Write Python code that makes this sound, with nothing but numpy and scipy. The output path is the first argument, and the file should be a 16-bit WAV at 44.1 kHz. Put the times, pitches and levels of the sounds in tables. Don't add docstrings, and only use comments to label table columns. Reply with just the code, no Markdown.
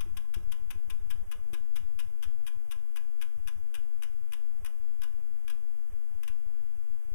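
import sys
import numpy as np
from scipy import signal
from scipy.fft import rfft, irfft, next_fast_len
from scipy.io import wavfile
from scipy.ndimage import uniform_filter1d

SR = 44100
rng = np.random.default_rng(int(sys.argv[2]) if len(sys.argv) > 2 else 0)


def wav_record(signal):
    frames = np.transpose(np.atleast_2d(signal))
    bounded = np.clip(frames, -1, 1)
    quanta = np.round(bounded * 32767).astype(np.int16)
    wavfile.write(sys.argv[1], SR, quanta)


N = 314874

# (frequency [Hz], relative level [dB], t60 [s])
WHEEL_MODES = [(1028, -3, .18), (1076, -13, .08), (1135, -11, .1), (1211, -12, .1), (1308, -6, .12),
               (1394, -11, .1), (1485, -4, .11), (1507, -4, .11), (1625, 1, .12), (1655, -3, .1),
               (1733, -6, .1), (1959, -10, .1), (2051, -11, .09), (2244, -5, .1), (2417, -2, .11),
               (2578, -7, .09), (2723, -3, .11), (2783, -4, .08), (2875, 1, .09), (2906, 3.5, .09),
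               (3003, 0, .09), (3190, -3, .06), (3579, 0, .09), (5286, -12, .05), (5458, -11, .05),
               (6126, -11, .05), (9318, 0, .035), (9959, -7, .03), (10524, -8, .03), (14594, -10, .04)]
# (frequency [Hz], relative level [dB])
SNAP_SPECTRUM = [(100, -56.5), (600, -19.5), (1000, -5), (1600, -2), (1900, -4.5), (2400, 1.5), (3000, 2.5),
                 (3650, 2.5), (5400, -6.5), (7400, -12), (9600, -1.5), (12500, -5.5), (15000, -1),
                 (15500, -30)]
# (frequency [Hz], t60 [s])
SNAP_T60 = [(1000, 0.091), (3000, 0.035), (6000, 0.052), (14000, 0.017)]
# (tooth [count], second pawl's lag [teeth], third pawl's lag [teeth], first pawl's base level [dB])
PAWL_DRIFT = [(0, .015, .021, -43.5), (3.99, 0.019, 0.026, -42.5), (10.025, .025, 0.053, -42),
              (13.95, .029, .043, -41.5), (15.96, .031, .034, -40), (19.08, .036, .042, -43),
              (20.96, 0.035, .045, -41), (23.04, .037, .038, -42)]
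SECOND_DB, THIRD_DB, PAWL_SPREAD_DB = -42.5, -42, 0.6

FIRST_CLICK_S, TEETH_PASSED, TEETH_PER_TURN = .0053, 24, 32
ENERGY, FRICTION_PER_TOOTH, FRICTION_GROWTH = 43.591, 1.7666, .0429
IMBALANCE, HEAVY_SIDE_DOWN_TOOTH = 9.017, 21.33

# (frequency [Hz], t60 [s])
ROOM_T60 = [(300, 1), (1500, 0.39), (3000, 0.28), (6000, 0.35), (14000, 0.18)]

# (time [s], push level [dB], push time constant [s], case ring level [dB])
BUMPS = [(0.062, -40, 0.02, -46.5), (0.368, -25.5, 0.0076, -45), (0.759, -38, 0.0026, -54),
         (1.501, -46, 0.0014, -58), (1.533, -36.5, .0012, -43), (7.084, -45, 0.0039, -61.5),
         (7.117, -31.5, 0.014, -55)]
CASE_HZ, CASE_T60_S = 341, 0.15

# (frequency [Hz], level [dB per Hz])
HUSH_LEFT = [(3, -47.5), (12, -50.5), (28, -63), (60, -80.5), (170, -86), (350, -91), (700, -96),
             (1500, -99), (2500, -104), (3600, -109), (5000, -113), (7500, -109), (12000, -109),
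             (14900, -112), (15300, -140)]
HUSH_RIGHT = [(3, -85), (15, -81.5), (60, -92), (170, -94.5), (350, -102), (700, -109), (1500, -111),
              (2800, -115), (3700, -123), (5000, -120), (7500, -115), (12000, -114), (14900, -115),
              (15300, -145)]
SHAKE_DB, SETTLE_S, STEADY_DB = 6.5, 1.45, -0.64

NOTCH_HZ, NOTCH_WIDTH_HZ, NOTCH_DB = 4262, 314, -18.5
EDGE_HZ = 16100
OFFSET = [
    [.0549],
    [-.015],
]


def freehub(snap_db=24, ring_db=18, alike=0.39, phase_spread_rad=0.92, spread_s=0.00019, size=16384):
    t = np.arange(size) / SR
    hz, db, t60 = np.transpose(WHEEL_MODES)
    modes = gain_of(db)[:, None] * fade(t, t60[:, None]) * np.exp(2j * np.pi * hz[:, None] * t)
    modes /= np.linalg.norm(modes.real)
    grip = np.exp(2j * np.pi * rng.random((3, len(hz))))
    own_snap = dying_noise(SNAP_T60, count=3, size=size)
    spreading = 1 - np.exp(-t / spread_s)
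    snaps, ring = np.zeros((2, N))
    for drops in pawl_drops():
        chance_snap = dying_noise(SNAP_T60, count=3, size=size)
        for pawl, (at, level_db) in enumerate(drops):
            snap = np.sqrt(alike) * own_snap[pawl] + np.sqrt(1 - alike) * chance_snap[pawl]
            phase_jitter = phase_spread_rad * rng.standard_normal(len(hz))
            seat = grip[pawl] * np.exp(1j * phase_jitter)
            add(snaps, at, gain_of(level_db + snap_db) * spreading * snap)
            add(ring, at, gain_of(level_db + ring_db) * spreading * (seat @ modes).real)
    return colour(snaps, SNAP_SPECTRUM) + ring


def pawl_drops():
    tooth = np.arange(TEETH_PASSED)
    gaps = 1 / wheel_speed(tooth + .5)
    start = FIRST_CLICK_S + np.cumsum(gaps) - gaps
    at, *columns = np.transpose(PAWL_DRIFT)
    second_lag, third_lag, first_db = (np.interp(tooth, at, column) for column in columns)
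    speed = wheel_speed(tooth)
    times = np.transpose([start, start + second_lag / speed, start + third_lag / speed])
    levels = np.transpose(np.broadcast_arrays(first_db, SECOND_DB, THIRD_DB))
    levels = levels + PAWL_SPREAD_DB * rng.standard_normal(levels.shape)
    return np.stack([times, levels], axis=-1)


def wheel_speed(tooth, slowest=.82):
    lost = FRICTION_PER_TOOTH * tooth + FRICTION_GROWTH * tooth ** 2 / 2
    swing = IMBALANCE * np.cos(2 * np.pi * (tooth - HEAVY_SIDE_DOWN_TOOTH) / TEETH_PER_TURN)
    return np.sqrt(np.maximum(ENERGY - lost + swing, slowest ** 2))


def room(x, wet_db=-10.0, build_s=0.0028, turn_hz=0.454, count=3):
    t = np.arange(SR // 2) / SR
    build_up = 1 - np.exp(-t / build_s)
    tails = unit(dying_noise(ROOM_T60, count=count, size=len(t)) * build_up)
    path_phase = np.pi * np.arange(count)[:, None] / count
    facing = np.cos(2 * np.pi * turn_hz * np.arange(N) / SR + path_phase)
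    sent = x * facing * np.sqrt(2 / count)
    wet = signal.fftconvolve(sent, tails, axes=1)[:, :N].sum(0)
    return x + gain_of(wet_db) * wet


def bumps():
    t, out = np.arange(SR // 4) / SR, np.zeros(N)
    for at, push_db, push_s, ring_db in BUMPS:
        u = t / push_s
        push = np.e * u * (2 - u) * np.exp(-u)
        ring = np.sin(2 * np.pi * CASE_HZ * t) * fade(t, CASE_T60_S)
        add(out, at, gain_of(push_db) * push + gain_of(ring_db) * ring)
    return out


def hush(spectrum, rumble_hz=200):
    hz = np.fft.rfftfreq(N, 1 / SR)
    z = rfft(rng.standard_normal(N)) * gain_of(read(spectrum, hz)) * np.sqrt(SR / 2)
    low_share = 1 / (1 + (hz / rumble_hz) ** 2)
    rumble = irfft(z * low_share, N)
    hiss = irfft(z * (1 - low_share), N)
    hand = gain_of(STEADY_DB + SHAKE_DB * np.exp(-np.arange(N) / SR / SETTLE_S))
    return hand * rumble + hiss


def thin_in_patches(x, patchy_db=4.0, centre_hz=560, width_hz=260):
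    hz, t, z = signal.stft(x, SR, nperseg=1024, noverlap=768)
    patches = uniform_filter1d(rng.standard_normal(z.shape), size=5, axis=0)
    patches = uniform_filter1d(patches, size=9, axis=1)
    depth_db = patchy_db / (1 + ((hz[:, None] - centre_hz) / width_hz) ** 2)
    processing = np.minimum(patches / patches.std(), 1)
    return signal.istft(z * gain_of(depth_db * processing), SR, nperseg=1024, noverlap=768)[1][:N]


def gain_of(db):
    return 10 ** (np.asarray(db) / 20)


def read(points, hz):
    f, value = np.transpose(points)
    return np.interp(np.log(hz + 1), np.log(f + 1), value)


def unit(x):
    return x / np.linalg.norm(x, axis=-1, keepdims=True)


def fade(t, t60):
    return np.exp(-np.log(1000) * t / t60)


def add(mix, at, sound):
    part = mix[max(round(at * SR), 0):][:len(sound)]
    part += sound[:len(part)]


def colour(x, spectrum, size=4096):
    hz = abs(np.fft.fftfreq(size, 1 / SR))
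    log_gain = np.log(gain_of(read(spectrum, hz)))
    response = np.exp(np.conj(signal.hilbert(log_gain)))
    taps = np.fft.ifft(response).real[:size // 2]
    return signal.oaconvolve(x, unit(taps))[:len(x)]


def dying_noise(t60s, count, size):
    hz, t, z = signal.stft(rng.standard_normal((count, size)), SR, nperseg=64)
    dying = z * fade(t, read(t60s, hz)[:, None])
    return unit(signal.istft(dying, SR, nperseg=64)[1][:, :size])


def scene(right_db=-25.5):
    sound = room(freehub()) + bumps()
    left = sound + thin_in_patches(hush(HUSH_LEFT))
    right = -gain_of(right_db) * sound + hush(HUSH_RIGHT)
    return np.array([left, right])


def record(dry, size=4096):
    padded = np.pad(dry, ((0, 0), (size, size)), mode="reflect")
    length = next_fast_len(padded.shape[1])
    hz = np.fft.rfftfreq(length, 1 / SR)
    dip = gain_of(NOTCH_DB / (1 + ((hz - NOTCH_HZ) / NOTCH_WIDTH_HZ) ** 2))
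    heard = irfft(rfft(padded, length) * dip, length)
    band_limit = signal.firwin(511, EDGE_HZ, window=("kaiser", 9), fs=SR)
    limited = signal.oaconvolve(heard, band_limit[None], "same")
    return limited[:, size:size + N] + OFFSET


dry = scene()
out = record(dry)
wav_record(out)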